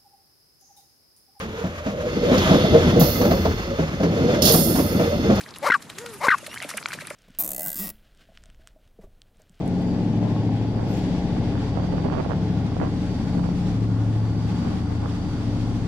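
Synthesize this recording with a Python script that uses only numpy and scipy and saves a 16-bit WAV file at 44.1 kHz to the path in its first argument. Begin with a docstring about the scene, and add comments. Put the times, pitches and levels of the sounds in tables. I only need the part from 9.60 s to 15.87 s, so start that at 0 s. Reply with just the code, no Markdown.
"""Open deck of a ferry at sea: diesel engines drone through the funnel, their shaft orders swelling and fading.
Around them air roars in louvres and ducts (shaped noise), fans and turbochargers whine (narrow noise, sines),
and a whistle and soft pips come and go. Wind slaps the two microphone ports of a hand-held camera as short
pulses; close by, its body ticks (noise bursts) and small metal parts jingle (decaying modes)."""
import sys
import numpy as np
from scipy import signal
from scipy.fft import rfft, irfft
from scipy.io import wavfile
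from scipy.ndimage import uniform_filter1d

SR = 44100
rng = np.random.default_rng(int(sys.argv[2]) if len(sys.argv) > 2 else 0)


def dump(signal):
    """Clip the signal to [-1, 1] and save it as 16-bit WAV at the path in sys.argv[1]."""
    limited = np.clip(np.atleast_2d(signal).T, -1, 1)
    pcm = np.round(limited * 32767).astype(np.int16)
    wavfile.write(sys.argv[1], SR, pcm)


N = 276626
TIME = np.arange(N) / SR  # s


def amp(db):
    """Amplitude ratio of a level in dB."""
    return 10 ** (np.asarray(db) / 20)


def evened(x):
    """The signal scaled to rms 1."""
    return x / np.sqrt(np.mean(x ** 2) + 1e-20)


def read(points, hz):
    """A table of (Hz, value) read along a logarithmic frequency axis."""
    f, value = np.transpose(points)
    return np.interp(np.log(hz + 1), np.log(f + 1), value)


def curves(rows, t):
    """Each column after the first, drawn as straight lines over time."""
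    s, *columns = np.transpose(rows)
    return [np.interp(t, s, c) for c in columns]


def drift(top_hz, count):
    """Slow chance: sines of random phase up to top_hz, rms 1, one row each."""
    t = np.arange(0, N + 256, 256) / SR
    hz = np.geomspace(top_hz / 20, top_hz, num=16)
    turns = hz[:, None] * t + rng.random((count, 16, 1))
    rows = np.sin(2 * np.pi * turns) / np.sqrt(hz[:, None])
    return np.array([np.interp(TIME, t, evened(r)) for r in rows.sum(1)])


def add(mix, s, sound):
    """Lay a sound into the mix from second s on."""
    part = mix[round(s * SR):][:len(sound)]
    part += sound[:len(part)]


def fuzzy(tones, same):
    """Unsteady tones: noise through narrow resonances; same is the correlation of the two ports."""
    hz = np.fft.rfftfreq(N, 1 / SR)
    a, b = rng.standard_normal((2, N))
    power = 0
    for f, width, db in tones:
        resonance = 1 / (1 + (2 * (hz - f) / width) ** 2) ** 2
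        power = power + amp(db) ** 2 * 2 * SR / (np.pi * width) * resonance
    same = np.clip(same, -1, 1)
    ports = np.array([a, same * a + np.sqrt(1 - same ** 2) * b])
    return irfft(rfft(ports) * np.sqrt(power), N)


def turning(t):
    """Lifts in dB as camera and airflow turn: upper orders, mid roar, louvre rush, top hiss, treble pan."""
    # Each row: time in seconds, how far the camera faces the funnel (0-1).
    facing_rows = [(0, 0.95), (.55, 1), (1.2, 0.78), (2.2, 0.32), (3.2, 0.01), (4.3, 0.07), (5.7, 0),
                   (6.27, 0.22)]
    # Each row: time in seconds, surge of the airflow in dB.
    surge_rows = [(0, -0.5), (.5, 2), (1, 2.5), (1.2, 0), (1.35, 5.5), (1.55, 5), (1.75, 4.5), (2.0, 2.5),
                  (2.4, 2.1), (2.9, 2), (3.2, 0), (3.55, 1), (3.8, -1), (4.1, 1.5), (4.25, -2.5), (4.8, -2),
                  (4.95, 3), (5.15, 1.5), (5.3, -2), (5.7, 0.3), (6.27, 0.5)]
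    # Each row: time in seconds, slow level of the top hiss in dB.
    top_rows = [(0, 1.5), (1.1, -1), (1.33, 3.5), (1.7, 0.5), (3.0, 0.5), (3.5, 6), (4.2, 6), (4.6, 6),
                (6.27, 6.5)]
    # Each row: time in seconds, slow level of the mid roar in dB.
    mid_rows = [(0, 1), (.3, -1.5), (.55, -2), (.75, 1), (1.1, -1.5), (1.4, 0), (2, 0.5), (2.8, 2.5),
                (3.4, 3), (4, 3), (4.4, 0.5), (4.8, 1.5), (5.05, -1.5), (5.4, 0), (6.27, 0)]
    # Values for upper orders, mid roar, louvre rush, treble left minus right: dB with the camera turned away.
    away_db = 0, -5, 2.5, -1
    # The same four: dB added when facing the funnel fully.
    funnel_db = 0.5, 8, -1, 4
    # The same four: share of the surge they follow.
    surge_share = 0.15, 0.44, 0.97, .1
    hiss_share = 0.72  # of the surge
    facing, = curves(facing_rows, t)
    surge_db, = curves(surge_rows, t)
    top_db, = curves(top_rows, t)
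    lifts = [m + f * facing + s * surge_db for m, f, s in zip(away_db, funnel_db, surge_share)]
    orders, mid, rush, pan = lifts
    return orders, mid + curves(mid_rows, t)[0], rush, top_db + hiss_share * surge_db, pan


def whistle():
    """A brief faint whistle: one soft sine that steps up past its middle and dies away."""
    start_s, length_s, level_db = 0.6, 0.23, -49
    low_hz, rise_hz = 1017, 75
    u = np.clip((TIME - start_s) / length_s, 0, 1)
    hz = low_hz + rise_hz / (1 + np.exp((.55 - u) / 0.052))
    envelope = np.sqrt(2 * np.sin(np.pi * u).clip(0))
    return envelope * amp(level_db) * np.sin(2 * np.pi * np.cumsum(hz) / SR)


def pips():
    """Soft blips near the duct resonance: sines that swell and fade within a few hundredths of a second."""
    # Each row: middle in seconds, pitch in Hz, rms at the crest in dB.
    pip_rows = [(4.6, 850, -46), (4.75, 830, -47), (4.9, 826, -48), (4.975, 857, -44), (5.17, 770, -42),
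                (5.25, 750, -44), (5.295, 754, -48)]
    spread_s = 0.021
    out = np.zeros(N)
    t = np.arange(-SR // 10, SR // 10) / SR
    for s, hz, db in pip_rows:
        swell = np.sqrt(2) * amp(db) * np.exp(-(t / spread_s) ** 2)
        add(out, s + t[0], swell * np.sin(2 * np.pi * hz * t))
    return out


def silencer_hoot():
    """The silencer duct hoots unevenly: resonant noise that follows the mid roar."""
    # Each row: pitch in Hz, width in Hz, rms in dB before the lift of the mid roar.
    hoot = [(825, 81, -49.5)]
    return fuzzy(hoot, 0.87) * amp(turning(TIME)[1])


def fans():
    """Blade tones of the ventilation fans: narrow noise, nearly alike at both ports."""
    # Each row: pitch in Hz, width in Hz, rms in dB.
    blade_tones = [(432, 20, -51), (570, 10, -57), (715, 8, -60), (1425, 20, -63), (1970, 16, -68),
                   (2140, 14, -69), (9280, 330, -80)]
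    return fuzzy(blade_tones, 0.97)


def turbochargers():
    """Whine of the turbochargers: unsteady tones, hiss between them, and spells of one clear sine."""
    # Each row: pitch in Hz, width in Hz, level in dB before the lift.
    whine_tones = [(4467, 8, -72.5), (4551, 10, -76), (4682, 12, -75), (4760, 16, -72)]
    # The hiss between the tones, same columns.
    whine_hiss = [(4620, 220, -65.5)]
    # Each row: time in seconds, level of the whine in dB, used relative to its mean.
    whine_level = [(0.0, -74), (0.3, -55), (0.5, -68), (1.0, -60), (1.6, -58), (2.5, -55), (2.7, -62.5),
                   (3.27, -64), (3.54, -52), (4.38, -67), (5.0, -50.5), (5.3, -61), (5.6, -53), (6.27, -62)]
    # Each row: start in seconds, end in seconds, pitch in Hz, rms in dB before the waver.
    clear_spells = [(.7, .95, 4752, -70), (1.3, 2.55, 4467, -73), (1.55, 2.7, 4684, -70),
                    (1.95, 2.6, 4548, -68), (4.75, 5.2, 4755, -71)]
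    lift_db, tone_share, hiss_share = 6, .35, .6  # shares: how far each follows the whine level
    lead_rad, waver_db = 1.0, 2  # the left port leads
    level_db, = curves(whine_level, TIME)
    out = np.zeros((2, N))
    for tones, share in (whine_tones, tone_share), (whine_hiss, hiss_share):
        out += fuzzy(tones, -0.17) * amp(lift_db + share * (level_db - level_db.mean()))
    for (start, end, hz, db), waver in zip(clear_spells, drift(12, count=len(clear_spells))):
        on = np.clip(np.minimum(TIME - start, end - TIME) / .08, 0, 1)
        phase = 2 * np.pi * hz * TIME + waver - lead_rad * np.arange(2)[:, None]
        out += on * np.sqrt(2) * amp(db + waver_db * waver) * np.sin(phase)
    return out


def roar():
    """Air rushing through louvres and ducts: random spectra, patchy, partly shared by the two ports."""
    # Each row: frequency in Hz, relative spectrum level in dB.
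    roar_spectrum = [(12, -39), (20, -21), (55, -22.5), (98, -3.5), (274, -6), (352, -11), (506, -22.5),
                     (620, -22), (835, -23.5), (1300, -33.5), (1460, -31), (2280, -35), (4200, -38.5),
                     (4570, -35.5), (9420, -56.5), (15600, -73.5)]
    # Duct resonances. Each row: frequency in Hz, width in Hz, lift in dB.
    ducts = [(274.5, 31, 7), (850, 130, 1), (1090, 160, 3.5), (3450, 560, 2.5), (4660, 400, -9)]
    # Each row: frequency in Hz, likeness of the two ports (0-1).
    likeness = [(30, 0.23), (110, 0.7), (290, 0.96), (640, 0.91), (1400, 0.34), (3000, 0.2), (6000, 0.17),
                (8000, 0.2), (15000, 0.15)]
    # Each row: frequency in Hz, phase in radians by which the left port leads.
    port_lead = [(1300, 0), (2900, -2.0), (6200, -2.5), (8000, -6), (11600, -4.5), (15000, -11)]
    # Each row: frequency in Hz, left minus right in dB.
    balance = [(60, 2), (300, 2.5), (800, -1), (2400, 1.5), (4400, -2), (8000, 2), (15000, 2)]
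    level_db = -30.5  # rms over both ports
    frames = N // 256 + 5
    hz = np.fft.rfftfreq(1024, 1 / SR)[:, None]
    a, b, c, d, patches, lumps = rng.standard_normal((frames, 513, 6)).T
    # the exhaust roar is coarse
    lumps = evened(uniform_filter1d(uniform_filter1d(lumps, size=3, axis=0), size=7, axis=1))
    patches = evened(uniform_filter1d(uniform_filter1d(patches, size=20, axis=0), size=12, axis=1))
    flicker = evened(uniform_filter1d(rng.standard_normal(frames), size=6))
    _, mid_db, rush_db, hiss_db, pan_db = turning(np.arange(frames) * 256 / SR)

    # exhaust roar, cut off sharply by the silencer
    mid = 1 / (1 + (hz / 920) ** 10) / (1 + (340 / (hz + 1)) ** 6)
    high = hz ** 2 / (hz ** 2 + 1020.0 ** 2)
    hiss = hz ** 4 / (hz ** 4 + 5600.0 ** 4)
    louvres = np.exp(-(np.log((hz + 1) / 1200) / 0.28) ** 2)  # their band grows as the exhaust roar fades
    db = read(roar_spectrum, hz) + sum(lift / (1 + (2 * (hz - f) / w) ** 2) for f, w, lift in ducts)
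    db = db + (mid - 0.83 * louvres) * mid_db + (high - hiss) * rush_db + hiss * hiss_db
    db = db + high * flicker + 0.53 * patches + 2.1 * mid * lumps

    same = np.clip(read(likeness, hz), 0, 1)
    left = a + 1j * b
    right = same * left + np.sqrt(1 - same ** 2) * (c + 1j * d)
    right = right * np.exp(-1j * read(port_lead, hz))
    tilt = amp((read(balance, hz) + high * pan_db) / 2)
    spectra = np.array([left * tilt, right / tilt]) * amp(db)
    sound = signal.istft(spectra, nperseg=1024, noverlap=768)[1][:, :N]
    return amp(level_db) * evened(sound)


def scrape():
    """A brief dry hiss under the loudest jingles: band-passed noise, separate at each port."""
    middle_s, spread_s, level_db, band_hz = 1.33, .07, -63, (5500, 14000)  # level before the band filter
    sos = signal.butter(3, band_hz, "band", fs=SR, output="sos")
    hiss = signal.sosfilt(sos, rng.standard_normal((2, N)))
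    swell = np.exp(-((TIME - middle_s) / spread_s) ** 2)
    return hiss * swell * amp(level_db + 2.0 * drift(60, count=1))


def ticks():
    """Dry ticks of the camera body, nearer the left port: band-passed noise bursts of about a millisecond."""
    # Each row: time in seconds, relative level in dB, pitch in Hz.
    tick_rows = [(.061, -55, 10500), (0.078, -45, 9400), (.126, -62, 7000), (.142, -62, 8000),
                 (.198, -55, 7500), (.221, -55, 11500), (1.255, -69, 11000), (1.284, -61, 10000),
                 (1.308, -59, 11300), (1.337, -58, 10000), (1.369, -63, 11500)]
    rise_s = .0008
    out = np.zeros(N)
    t = np.arange(300) / SR
    envelope = t / rise_s * np.exp(1 - t / rise_s)
    for s, db, hz in tick_rows:
        sos = signal.butter(2, [.7 * hz, 1.15 * hz], "band", fs=SR, output="sos")
        burst = evened(signal.sosfilt(sos, rng.standard_normal(300)))
        add(out, s - .001, amp(db) * burst * envelope)
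    return out * amp([[2.5], [-5]])


def jingle():
    """Small metal parts nearer the left port: decaying modes, partly stilled by the next touch."""
    # Each row: time in seconds, relative level in dB, share of the low modes (0-1).
    touches = [(.268, -60, .95), (.282, -70, .2), (.31, -63, .97), (.667, -75, .3), (.694, -69, .3),
               (1.258, -76, .2), (1.284, -60, 0.25), (1.309, -57, 0.2), (1.337, -53, 0.85),
               (1.369, -57, 0.25), (1.405, -62, .9), (6.002, -70, .3)]
    # Ringing modes. Each row: pitch in Hz, relative level in dB, 60 dB decay time in seconds.
    modes = [(5300, -2, .2), (6842, 3, 0.16), (12050, -12, .12), (13030, 0, 0.2), (13550, -11, .15),
             (14450, -15, .1)]
    rise_s, damp_s = .0008, .004
    out = np.zeros(N)
    t = np.arange(SR // 4) / SR
    next_times = [row[0] for row in touches[1:]] + [N / SR]
    for (s, db, low), later in zip(touches, next_times):
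        rattle = amp(1.5 * evened(uniform_filter1d(rng.standard_normal(len(t)), size=300)))
        ring = 0
        for hz, mode_db, t60 in modes:
            share = low if hz < 9000 else 1 - low
            ring = ring + share * amp(mode_db - 60 * t / t60) * np.sin(2 * np.pi * hz * t)
        stilled = .3 + .7 * np.exp(-np.maximum(t - later + s, 0) / damp_s)
        add(out, s, amp(db) * (1 - np.exp(-t / rise_s)) * rattle * stilled * ring)
    # the right port hears it four samples later
    return np.array([out, np.roll(out, shift=4)]) * amp([[4.5], [-8]])


def wind():
    """Eddies slap each port as short pressure pulses: a random patter louder in gusts, hard slaps, a rumble."""
    # Each row: middle in seconds, length in seconds, relative level in dB, share on the right port (0-1).
    gusts = [(.66, .1, -41, .05), (1.205, .09, -39, 0.97), (1.775, .03, -41, .9), (1.965, 0.02, -41, 1),
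             (2.18, 0.04, -36, 1), (2.24, .03, -40, 1), (2.334, 0.03, -37, 1), (2.378, .03, -36, 1),
             (2.46, 0.04, -35, 0.97), (2.535, .03, -33, .96), (2.59, .05, -31, 0.96), (2.655, 0.03, -38, 1),
             (2.715, .03, -33, 1), (3.225, 0.04, -30, 0.85), (3.265, .03, -38, 1), (3.79, .04, -39, 1),
             (3.852, 0.03, -35, 0.98), (5.08, .15, -40, .5), (5.32, .07, -40.5, 0.1),
             (5.444, .04, -37, 0.7)]
    # Colour of the small eddies. Each row: frequency in Hz, gain in dB.
    buffet = [(20, -3), (100, -0.5), (300, 3), (700, -1.5), (1200, -10), (2000, -21), (3000, -28.5),
              (4000, -45.5), (8000, -90.5)]
    # The hardest single eddies. Each row: middle in seconds, relative level in dB,
    # share on the right port (0-1), pitch in Hz.
    slaps = [(0.0859, -17, 0, 500), (.6287, -10.5, 0.14, 450), (0.6478, -17, 0, 450), (.6643, -27, 0, 700),
             (.7645, -15, 0.5, 650), (.8927, -15, .4, 600), (1.1844, -18, 1, 600), (1.193, -26, 1, 1100),
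             (1.2133, -32, 1, 750), (1.3044, -16, 0.8, 500), (1.55, -19, .5, 700), (1.7692, -16, 0.3, 696),
             (1.9543, -16.5, 0.9, 950), (1.9786, -19, 0.9, 1110), (2.157, -22, 1, 900),
             (2.1736, -11.5, 1, 650), (2.1878, -14.5, 1, 600), (2.2038, -20, 1, 700), (2.244, -17, 1, 450),
             (2.2914, -16, 0.9, 500), (2.3385, -9, 1, 430), (2.3818, -15.5, 1, 940), (2.4577, -8.5, 1, 450),
             (2.4675, -15, 1, 430), (2.4872, -11, 0.9, 650), (2.5007, -15, 1, 1000), (2.525, -13.5, 1, 900),
             (2.5314, -21, 1, 850), (2.5396, -11, 1, 810), (2.5519, -13, 1, 850), (2.565, -16, 1, 750),
             (2.5832, -13, 1, 800), (2.5995, -10, 1, 550), (2.6083, -17, 1, 900), (2.6521, -16, 1, 796),
             (2.6633, -11, 1, 453), (2.6855, -24, 0.9, 750), (2.6984, -14, 0.9, 645), (2.7087, -11, 1, 790),
             (2.7182, -9.5, 1, 850), (2.734, -15, 1, 1000), (3.1675, -11.5, 1, 540), (3.2008, -16, 1, 1110),
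             (3.2153, -10.5, 1, 750), (3.2283, -24, 1, 850), (3.2385, -16, 1, 950), (3.2517, -18, 1, 750),
             (3.2736, -17, 1, 700), (3.7506, -17, .5, 600), (3.7951, -16, 0.8, 760), (3.843, -24, 1, 600),
             (3.8618, -28, 1, 654), (3.8904, -13.5, 1, 554), (5.4399, -19, 0, 650), (5.4595, -14.5, 1, 905)]
    # Slow pressure swings at each port. Each row: pitch in Hz, width in Hz, rms in dB.
    rumble = [(35, 27, -47)]
    slap_cycles = 0.33  # a slap builds and dies within about this many cycles
    eddies_per_s = 500

    power = amp(-55.5 + 3.3 * drift(9.5, count=2)) ** 2
    for s, length, db, right in gusts:
        share = np.clip([[1 - right], [right]], .01, 1)
        power = power + share * amp(db) ** 2 * np.exp(-((TIME - s) / (.5 * length)) ** 2)
    pulses = 0.064 + (rng.random((2, N)) < eddies_per_s / SR)
    small = evened(rng.uniform(-1.2, 1, (2, N)) * pulses) * np.sqrt(power) * amp(21.0)
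    colour = amp(read(buffet, np.fft.rfftfreq(N, 1 / SR)))

    hard = np.zeros((2, N))
    u = np.arange(-400, 400) / SR
    for s, db, right, hz in slaps:
        envelope = np.exp(-(abs(u) * hz / slap_cycles) ** 1.5)
        slap = amp(db) * envelope * np.cos(2 * np.pi * hz * u + 0.74)
        for port, share in zip(hard, np.clip([1 - right, right], .05, 1)):
            add(port, s + u[0], share * slap)
    return uniform_filter1d(hard, size=7) + irfft(rfft(small) * colour, N) + fuzzy(rumble, 0)


def swells(t):
    """Gain over time, rms 1, of the orders that stand out: broad crests, narrow dips."""
    # Swell of one shaft order each. Each row: time in seconds, relative level in dB.
    order_6 = [(0.0, -47), (0.28, -39), (0.4, -52), (2.46, -33), (3.89, -35), (4.14, -46), (5.38, -31),
               (6.04, -40), (6.27, -36)]
    order_8 = [(0.0, -41), (0.98, -24), (1.31, -27), (1.57, -41), (1.75, -31), (2.09, -28), (2.64, -39),
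               (3.0, -28), (3.81, -34), (3.95, -39), (4.19, -25), (4.5, -22), (4.73, -25), (5.05, -33),
               (5.38, -27), (5.64, -33), (6.09, -26), (6.27, -28)]
    order_10 = [(0.0, -34.5), (2.55, -41), (2.97, -34), (3.27, -45), (5.08, -37), (5.32, -50),
                (5.73, -35.5), (5.88, -45.5), (6.27, -45.5)]
    order_11 = [(0.0, -42.5), (0.45, -33), (1.33, -35), (3.4, -30.5), (3.47, -44), (3.95, -29.5),
                (4.31, -42), (5.08, -31), (5.2, -35), (5.94, -45.5), (6.2, -60.5), (6.27, -39.5)]
    order_13 = [(0.0, -34), (0.14, -26), (0.63, -28), (1.2, -40), (1.43, -29), (1.7, -30), (2.04, -40),
                (2.27, -26), (2.65, -37), (2.85, -25), (3.16, -35), (3.6, -33), (3.8, -26), (4.1, -27),
                (4.42, -36), (4.98, -30), (5.31, -44), (5.55, -32), (5.81, -42), (6.27, -36)]
    order_14 = [(0.0, -35), (0.91, -40), (1.27, -34), (1.61, -43), (2.01, -38), (4.14, -38), (4.72, -44),
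                (5.12, -36), (6.27, -42)]
    order_16 = [(0.0, -46.5), (0.59, -29.5), (0.99, -35), (3.49, -45), (3.6, -33.5), (4.17, -52),
                (5.39, -49.5), (5.55, -60.5), (6.27, -48.5)]
    order_17 = [(0.0, -40), (0.17, -34), (1.57, -44), (1.8, -35), (2.2, -43), (3.39, -46), (3.65, -36),
                (4.77, -46), (5.06, -31), (5.27, -44), (6.16, -35), (6.27, -41)]
    order_21 = [(0.0, -42), (0.59, -32), (0.7, -38), (3.0, -41), (3.1, -47), (3.44, -36), (3.93, -45),
                (4.26, -36), (4.64, -44), (5.71, -37), (6.27, -42)]
    order_22 = [(0.0, -42), (0.49, -35), (1.01, -44), (1.89, -38), (2.25, -46), (2.48, -38), (3.18, -44),
                (3.34, -34), (3.51, -42), (6.27, -43)]
    # Orders 3, 5 and 7 beat evenly. Each row: period in seconds, a moment in step in seconds, depth (0-1).
    beats = [(2, 1.8, 0.7), (2.53, 1.87, 0.4), (0.93, 1.85, 1)]
    shapes = {6: order_6, 8: order_8, 10: order_10, 11: order_11, 13: order_13,
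              14: order_14, 16: order_16, 17: order_17, 21: order_21, 22: order_22}
    gains = {k: curves([(s, amp(db)) for s, db in rows], t)[0] for k, rows in shapes.items()}
    for k, (period, s, depth) in zip((3, 5, 7), beats):
        gains[k] = abs(1 + depth * np.exp(2j * np.pi * (t - s) / period))
    return {k: evened(g) for k, g in gains.items()}


def engines():
    """Shaft orders: the quieter low ones sum engines of unequal, wandering speed and beat;
    the ones that stand out, and the high strands, each follow one engine."""
    # Each row: multiple of the shaft rate, level in dB relative to top_db.
    order_levels = [(1, -28.5), (2, -32.5), (3, -11), (4, -22.5), (5, -12.5), (6, -6.5), (7, -12), (8, 1),
                    (9, -10.5), (10, -9.5), (11, -6.5), (12, -13), (13, -1), (14, -9), (15, -16.5),
                    (16, -10.5), (17, -9), (18, -14), (19, -11), (20, -14.5), (21, -8), (22, -12),
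                    (23, -33), (24, -28.5)]
    # High exhaust orders under the silencer edge. Each row: frequency in Hz, level in dB before the spread.
    strand_levels = [(340, -59), (450, -54.5), (600, -60.5), (850, -60), (920, -67)]
    # Order that stands out: the engine that leads it (0 slowest, 2 fastest; else the middle one).
    leading_engine = {6: 0, 11: 0, 16: 0, 13: 2, 21: 2}
    shaft_hz, count, top_db = 13.67, 3, -29.5
    speed_spread, speed_wander = .003, .0015  # shares of the shaft rate
    slip_rad, strand_smear_rad, strand_spread_db = 1.0, 2.2, 2

    offset = speed_spread * np.linspace(-1, 1, num=count)[:, None]
    speed = shaft_hz * (1 + offset + speed_wander * drift(1.5, count=count))
    turns = np.cumsum(speed, axis=1) / SR + rng.random((count, 1))
    standing_out = swells(TIME)
    unrest_db = 0.99 * drift(8.3, count=4)
    slip = slip_rad * drift(1.5, count=5)
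    facing_db, mid_db = turning(TIME)[:2]
    lag = np.array([[.08], [-.08]])  # radians: the funnel sits a little to one side
    out = np.zeros((2, N))
    for k, (_, db) in enumerate(order_levels, start=1):
        phase = 1.534 * rng.standard_normal((count, 1))  # loosely aligned orders throb once a turn
        if k in standing_out:
            engine = leading_engine.get(k, 1)
            tone = np.sin(2 * np.pi * k * turns[engine] + phase[1] + slip[k % 5] - lag)
            out += amp(top_db + db + unrest_db[k % 4]) * standing_out[k] * np.sqrt(2) * tone
        else:
            together = np.exp(1j * (2 * np.pi * k * turns + phase)).sum(0) * np.sqrt(2 / count)
            out += amp(top_db + db + facing_db * (k > 13)) * (together * np.exp(-1j * lag)).imag

    high = np.arange(len(order_levels) + 1, 68)
    spread_db = strand_spread_db * rng.standard_normal(len(high))
    sizes = np.sqrt(2) * amp(read(strand_levels, high * shaft_hz) + spread_db)
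    phases = 2 * np.pi * rng.random(len(high))
    waver = amp(3.4 * drift(14, count=8))
    smear = strand_smear_rad * drift(8, count=7)
    strands = np.zeros(N)
    for k, size, phase in zip(high, sizes, phases):
        strands += size * waver[k % 8] * np.sin(2 * np.pi * k * turns[k % count] + phase + smear[k % 7])
    return (out + strands * amp(mid_db)) * amp([[1.0], [-1.1]])


def scene():
    """Everything as it reaches the two ports."""
    air = whistle() + pips() + silencer_hoot() + fans() + turbochargers() + roar()
    close = scrape() + ticks() + jingle() + wind()
    return air + close + engines()


def record(dry):
    """The band limit of the recorder: a steep low-pass."""
    edge_hz = 15700
    taps = signal.firwin(511, edge_hz, window=("kaiser", 9), fs=SR)
    padded = np.pad(dry, ((0, 0), (255, 255)), "reflect", reflect_type="odd")
    return signal.oaconvolve(padded, taps[None], "valid")


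dry = scene()
out = record(dry)
dump(out)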